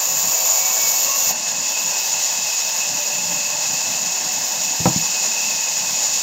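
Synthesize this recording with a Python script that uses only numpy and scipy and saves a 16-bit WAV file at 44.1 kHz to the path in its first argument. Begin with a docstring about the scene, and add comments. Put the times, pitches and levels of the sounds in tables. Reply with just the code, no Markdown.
"""A big band saw rips a slab off a hand-fed log, its teeth whining and rasping as the load slows it.
At 1.3 s the blade breaks out and wood knocks on the saw table. The band speeds up and runs free,
hissing through its guides, crunching sawdust and ringing in its cross modes over the rumble of frame
and wheels. At 4.8 s the slab is dropped near the microphone and overloads it.
A hard-walled workshop surrounds it all."""
import sys
import numpy as np
from scipy import signal
from scipy.fft import rfft, irfft
from scipy.io import wavfile
from scipy.ndimage import map_coordinates

SR = 44100
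rng = np.random.default_rng(int(sys.argv[2]) if len(sys.argv) > 2 else 0)


def file_out(sig):
    """Save sig as 16-bit WAV at sys.argv[1]."""
    # one column per channel
    cols = np.atleast_2d(sig).T
    # limit, then scale
    lim = np.clip(cols, -1, 1)
    pcm = np.round(lim * 32767).astype(np.int16)
    wavfile.write(sys.argv[1], SR, pcm)


N = 274302
TIME = np.arange(N) / SR
FREQ = np.maximum(np.arange(N // 2 + 1) * SR / N, 1)

# Band rubbing in its guides. Each row: time in seconds, level in dB.
RUB_LEVEL = [(0, -24.5), (1.3, -22.5), (1.8, -21.5), (2.2, -20.5), (3.1, -22), (4.5, -21.5), (6.2, -20.5)]
# Guide hiss. Each row: frequency in Hz, relative level in dB.
RUB_SPECTRUM = [(1200, -42), (1800, -20.5), (2100, -13), (2350, -18.5), (3000, -13.5), (3700, -11),
                (4200, -8.5), (5300, -3.5), (6400, -1), (7200, -4), (7900, -15), (10500, -31.5),
                (12200, -29.5), (14200, -16.5), (15700, -23)]
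# Upper cross modes. Each row: cut-on in Hz, edge width in Hz, tail width in Hz, relative level in dB.
UPPER_CROSS_MODES = [(6706, 22, 380, 9), (12440, 65, 1200, -15.5)]

def guide_rub(tooth_hz):
    """The band scrapes through its guides, pressed a little harder once per wheel turn."""
    teeth_per_turn = 222
    turn = np.sin(2 * np.pi * np.cumsum(tooth_hz / teeth_per_turn) / SR)
    # Out of the log, the slack band takes a moment to bear on its guides again.
    slack_db = -3 * (TIME > EXIT_S) * bump(EXIT_S, half_s=0.12)
    level_db = curve(RUB_LEVEL)[0] + slack_db + 0.28 * walk(11)
    hiss = noise() * undb(.5 * turn + 0.6 * walk(32) + 1.0 * walk(1200))
    scrape = noise() * undb(0.21 * turn + 1.1 * walk(40))
    modes = sum(cross_mode(*mode) for mode in UPPER_CROSS_MODES)
    steel = irfft(rfft(hiss) * colour(RUB_SPECTRUM) + rfft(scrape) * modes, N)
    return undb(level_db) * unit(steel)

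# Lowest cross mode. One row: cut-on in Hz, edge width in Hz, tail width in Hz, relative level in dB.
SING_MODE = (2526, 16, 188, 0)
# Its strength. Each row: time in seconds, level in dB.
SING_LEVEL = [(0, -36.5), (1.0, -37), (1.6, -34.3), (2.9, -34.5), (3.6, -35), (4.3, -36), (5.4, -32.5),
              (6.2, -36)]
# Its flare-ups. Each row: peak time in seconds, gain in dB, half length in seconds.
SING_FLARES = [(1.777, 4, 0.018), (2.463, 2, 0.023), (2.816, 8, .02), (3.145, 3.5, .03), (3.853, 4, .02),
               (5.46, 3.5, 0.034)]

def band_sing():
    """The steel band rings in its lowest cross mode, fluttering and flaring up."""
    flares_db = sum(db * bump(peak_s, half_s) for peak_s, db, half_s in SING_FLARES)
    level_db = curve(SING_LEVEL)[0] + .9 * walk(7.6) + flares_db
    return undb(level_db) * shaped(noise(), cross_mode(*SING_MODE))

# Passing teeth. Each row: time in seconds, tooth rate in Hz, whine level in dB.
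TOOTH_TRACK = [(0, 2340, -48), (.25, 2318, -49), (.5, 2282, -45), (.68, 2265, -37), (.88, 2243, -34),
               (1.0, 2223, -42), (1.15, 2183, -44), (1.31, 2210, -42), (1.6, 2330, -50), (2.2, 2440, -50)]
# Lines from teeth set in fours. Each row: frequency in quarters of the tooth rate, level in dB.
TOOTH_LINES = [(8, -39), (9, -39), (10, -39), (11, -30.5), (12, -30), (13, -41), (20, -53), (23, -42),
               (24, -38), (25, -52), (27, -40)]
# How hard the teeth bite. Each row: time in seconds, gain on the whole cut in dB.
BITE_GAIN = [(0, -3), (.3, -2), (.47, -0.3), (.57, -1.5), (.9, -0.5), (1.15, -3), (1.29, 0.5)]
# Tearing fibres. Each row: frequency in Hz, relative level in dB.
RASP_SPECTRUM = [(1200, -24.5), (3000, -12), (4500, -7), (5700, 1), (6550, 2.5), (6900, 13), (7250, 7),
                 (7800, -7.5), (9000, -17), (10500, -26), (12200, -17), (12700, -10), (13700, 3.5),
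                 (15700, -8.5)]
# Log resonances. Each row: frequency in Hz, width in Hz, relative level in dB.
LOG_MODES = [(545.7, 15, 0.5), (660, 7.9, 1.5), (752, 9.7, 2), (910, 17, -2), (1033, 20, -0.5),
             (1097, 24, -3.5)]
EXIT_S, RELEASE_DB_PER_S = 1.312, 1100  # the blade breaks out of the log

def cut(tooth_hz, whine_db):
    """Teeth strike the wood in a whine, tear fibres in a bright rasp and shake the log."""
    bite = undb(curve(BITE_GAIN)[0] - RELEASE_DB_PER_S * np.clip(TIME - EXIT_S, 0, 1))
    # Unevenness repeats every dozen teeth: faint lines that sink with the band's speed.
    pattern = rng.standard_normal(228)
    travel_samples = np.cumsum(tooth_hz) / tooth_hz[0] + 0.84 * walk(40)
    uneven = map_coordinates(pattern, [travel_samples], order=3, mode="grid-wrap")
    tearing = (noise() + 0.45 * uneven) * undb(1.0 * walk(20) + 1.7 * walk(700))
    rasp = undb(-19.5) * shaped(tearing, colour(RASP_SPECTRUM))
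    whine = undb(whine_db) * tone(tooth_hz, rough=0.32)
    # Timing jitter blurs the high lines most.
    overtones = sum(undb(db) * tone(round(k) * tooth_hz / 4, rough=k / 18) for k, db in TOOTH_LINES)
    # Slower beats of the tooth pattern sweep through the log's resonances.
    beats = tone(tooth_hz / 2, rough=.4) + tone(tooth_hz / 3, rough=.4)
    log = undb(-34) * shaped(noise() + 0.018 * beats, resonances(LOG_MODES))
    return bite * (rasp + whine + overtones + log)

# Wood striking the table. Each row: start in seconds, relative level in dB, contact time in ms.
BLOWS = [(1.262, -13, 2.4), (1.307, -16, 1.5), (4.799, 2, 2.6), (4.8565, 5.5, 0.31), (4.863, 1, 0.76),
         (4.869, 11.5, 4.2), (4.958, 3, 3.4), (5.0, -9, 4.6)]
# Slab and table together. Each row: frequency in Hz, relative level in dB, T60 in seconds.
SLAB_TABLE_MODES = [(132, -13, 0.21), (167.3, -3.5, 0.144), (192.3, -2, 0.09), (247, -5.5, 0.093),
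                    (321.5, -4, 0.11), (436.5, -16, .08), (519, -8, 0.075), (643, -2, 0.038),
                    (740, -10.5, 0.1), (840, 4, 0.049), (910, -7, 0.1), (1045, -15, 0.079),
                    (1170, -18, .08), (1900, -28, 0.021), (2470, -6, 0.033)]

def knocks():
    """Each blow rings slab and table; a longer contact gives a duller thud."""
    out, t = np.zeros(N + SR), TIME[:SR // 2]
    hz, mode_db, t60_s = np.transpose(SLAB_TABLE_MODES)[:, :, None]
    crack_t60_s, clack_t60_s = 0.0093, 0.066
    crowded_modes = noise_band(hz=740, width_hz=256)
    scatters_db = 4.1 * rng.standard_normal((len(BLOWS), len(SLAB_TABLE_MODES), 1))
    for (start_s, db, contact_ms), scatter_db in zip(BLOWS, scatters_db):
        start = int(start_s * SR)
        span = slice(start, start + len(t))
        # Cosines: pressure follows the wood's acceleration, so it carries no net push.
        ring = np.sum(undb(mode_db + scatter_db - 60 * t / t60_s) * np.cos(2 * np.pi * hz * t), axis=0)
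        crack = undb(14.5 - 60 * t / crack_t60_s) * noise()[:len(t)]
        clack = undb(10.5 - 60 * t / clack_t60_s) * crowded_modes[span]
        force = np.exp(-.5 * ((t[:600] * 1000 - contact_ms) / (contact_ms / 4)) ** 2)
        blow = signal.fftconvolve(ring + crack + clack, force / force.sum())[:len(t)]
        out[span] += undb(db - 18.5) * blow
    return out[:N]

# Passing notes. Each row: start and end in seconds, frequency in Hz, level in dB, roughness 0-1.
RING_NOTES = [(0.23, 0.623, 655, -35.5, 0.3), (0.764, .9, 5070, -36.5, 0.4), (1.037, 1.193, 1097, -32, 0.4),
              (0.948, 1.44, 2753, -34.5, 0.66), (1.22, 1.54, 620, -44, 0.3), (1.4, 2.26, 1000, -46, 0.4),
              (2.73, 3.84, 587, -41.5, 0.74), (3.7, 5.7, 741, -43.5, 0.85)]

def rings():
    """Steel and wood take up single notes that swell, flutter and die away."""
    out = np.zeros(N)
    for start_s, end_s, hz, db, rough in RING_NOTES:
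        swell = np.sin(np.pi * np.clip((TIME - start_s) / (end_s - start_s), 0, 1))
        out += undb(db) * swell * tone(np.full(N, hz), rough)
    return out

# Sawdust crunch. Each row: time in seconds, level in dB.
DUST_LEVEL = [(1.4, -55), (1.8, -35), (2.3, -37.5), (3.3, -39.5), (3.8, -44), (4.5, -39.5), (5.4, -43),
              (6.2, -48)]

def sawdust():
    """Grains carried round by the band are crushed in the guides in uneven spurts."""
    grains = noise() * undb(2.9 * walk(17) + 2.0 * walk(900))
    return undb(curve(DUST_LEVEL)[0]) * shaped(grains, resonances([(14330, 1600, 0)]) ** 2)

# Wheel roar. Each row: frequency in Hz, relative level in dB.
WHEEL_SPECTRUM = [(100, -22), (390, -30), (470, -6.5), (600, -1.5), (800, -1), (900, 1.5), (1080, -5.5),
                  (1200, -12.5), (1500, -9), (1750, -4.5), (2400, -18.5), (5000, -52)]
# Housing resonances. Each row: frequency in Hz, width in Hz, relative level in dB.
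HOUSING_MODES = [(580, 34, -9.5), (627, 31, -4), (758, 33, -4.5), (849.3, 10, 9.5), (890, 10.5, 7),
                 (1064, 30, 1), (1786, 24, -10)]

def wheels():
    """The wheels roar and ring their housing, where a low, breathy moan waxes and wanes."""
    roar = undb(-36.5 + 1.5 * walk(32)) * shaped(noise(), colour(WHEEL_SPECTRUM))
    moan_peak_s, moan_period_s = 1.97, 1.105
    moan_db = -60 + 8 * np.cos(2 * np.pi * (TIME - moan_peak_s) / moan_period_s)
    moan = undb(moan_db) * noise_band(hz=385.6, width_hz=81)
    housing = undb(-41.5) * shaped(noise(), resonances(HOUSING_MODES))
    return roar + moan + housing

# Frame rumble. Each row: frequency in Hz, relative level in dB.
FRAME_SPECTRUM = [(25, -26), (45, -13), (70, -15), (110, -8), (135, -2), (175, 1.5), (215, -6), (255, -4.5),
                  (280, -4.5), (320, -7.5), (360, -29), (600, -54)]
# Its swells. Each row: peak time in seconds, level in dB.
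FRAME_SWELLS = [(.14, -43.5), (.27, -41.5), (.85, -45), (1.59, -42), (1.85, -44), (2.409, -48),
                (2.929, -39.5), (3.24, -44), (3.36, -40), (3.56, -45), (3.74, -39), (4.04, -41), (4.4, -42),
                (4.7, -42), (5.92, -45), (6.08, -49)]

def frame_rumble():
    """The frame throbs and shakes unevenly, swelling as the wood is shifted about."""
    throb_hz, throb_peak_s, rise_db_per_s = 2.23, 0.25, 1.34
    throb_db = 0.5 * np.cos(2 * np.pi * throb_hz * (TIME - throb_peak_s))
    idle = undb(-57.5 + rise_db_per_s * TIME + throb_db + 4 * walk(8))
    swells = sum(undb(db) * bump(peak_s, half_s=0.056) for peak_s, db in FRAME_SWELLS)
    return np.hypot(idle, swells) * shaped(noise(), colour(FRAME_SPECTRUM))

# Saw table resonances, applied twice. Each row: frequency in Hz, width in Hz, relative gain in dB.
DRONE_RESONANCES = [(225.5, 57, 0.5), (307.5, 23, -4)]
# Table drone. 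Each row: time in seconds, level in dB.
DRONE_LEVEL = [(0, -58), (.6, -64), (1.4, -44.5), (2.1, -55.5), (2.6, -54), (4.1, -50.5), (5.45, -48),
               (6.2, -51.5)]

def table_drone():
    """The saw table resonates with a hollow drone."""
    return undb(curve(DRONE_LEVEL)[0]) * shaped(noise(), resonances(DRONE_RESONANCES) ** 2)

def workshop(x, t60_s, wet_db):
    """Direct sound and a short, dense echo from the walls."""
    t = TIME[:SR]
    tail = rng.standard_normal(SR) * undb(-60 * t / t60_s) * (t > .006)
    return x + undb(wet_db) * signal.fftconvolve(x, tail / np.linalg.norm(tail))[:N]

def cross_mode(hz, edge_hz, tail_hz, db):
    """A long strip has no waves below a mode's cut-on and a crowd of them just above."""
    edge = (1 + np.tanh((FREQ - hz) / (2 * edge_hz))) / 2
    tail = np.exp(-np.maximum(FREQ - hz, 0) / tail_hz)
    return undb(db) * edge * tail

def resonances(modes):
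    """Response of a few damped resonances."""
    return sum(undb(db) / (1 + 1j * (FREQ / hz - hz / FREQ) * hz / width) for hz, width, db in modes)

def colour(points):
    """Gain at every frequency from (Hz, dB) points."""
    hz, db = np.transpose(points)
    return undb(np.interp(np.log(FREQ), np.log(hz), db))

def shaped(x, response):
    """Filter by a response; rms 1."""
    return unit(irfft(rfft(x) * response, N))

def tone(hz, rough):
    """A line of rms near 1 whose phase and strength flutter."""
    phase = 2 * np.pi * np.cumsum(hz) / SR + rough * walk(48)
    return np.sqrt(2) * np.sin(phase) * (1 + .5 * rough * walk(33))

def noise():
    """White noise."""
    return rng.standard_normal(N)

def noise_band(hz, width_hz):
    """Noise passed twice through one resonance; rms 1."""
    return shaped(noise(), resonances([(hz, width_hz, 0)]) ** 2)

def walk(rate_hz):
    """Smooth random wander; rms 1."""
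    return shaped(noise(), np.exp(-(FREQ / rate_hz) ** 2))

def curve(rows):
    """One signal for each column after the time column."""
    times_s, *columns = np.transpose(rows)
    return [np.interp(TIME, times_s, column) for column in columns]

def bump(peak_s, half_s):
    """A smooth rise and fall."""
    return np.exp(-((TIME - peak_s) / half_s) ** 2)

def undb(db):
    """Decibels to gain."""
    return 10 ** (np.asarray(db) / 20)

def unit(x):
    """Scale to rms 1."""
    return x / np.sqrt(np.mean(x ** 2))

def scene():
    """Saw and wood in the workshop, the same in both channels."""
    tooth_hz, whine_db = curve(TOOTH_TRACK)
    blade = guide_rub(tooth_hz) + band_sing() + cut(tooth_hz, whine_db) + sawdust() + rings()
    machine = frame_rumble() + table_drone() + wheels()
    return np.tile(workshop(blade + machine + knocks(), t60_s=0.19, wet_db=-11), (2, 1))

def record(dry):
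    """Shed the deep bass, clip the loudest peaks and cut the top."""
    bass_hz, ceiling, top_hz = 88, .46, 15750
    thin = signal.sosfilt(signal.butter(3, bass_hz, "high", fs=SR, output="sos"), dry)
    clipped = np.clip(thin, -ceiling, ceiling)
    return signal.sosfiltfilt(signal.ellip(12, .1, 60, top_hz, fs=SR, output="sos"), clipped)

dry = scene()
out = record(dry)
file_out(out)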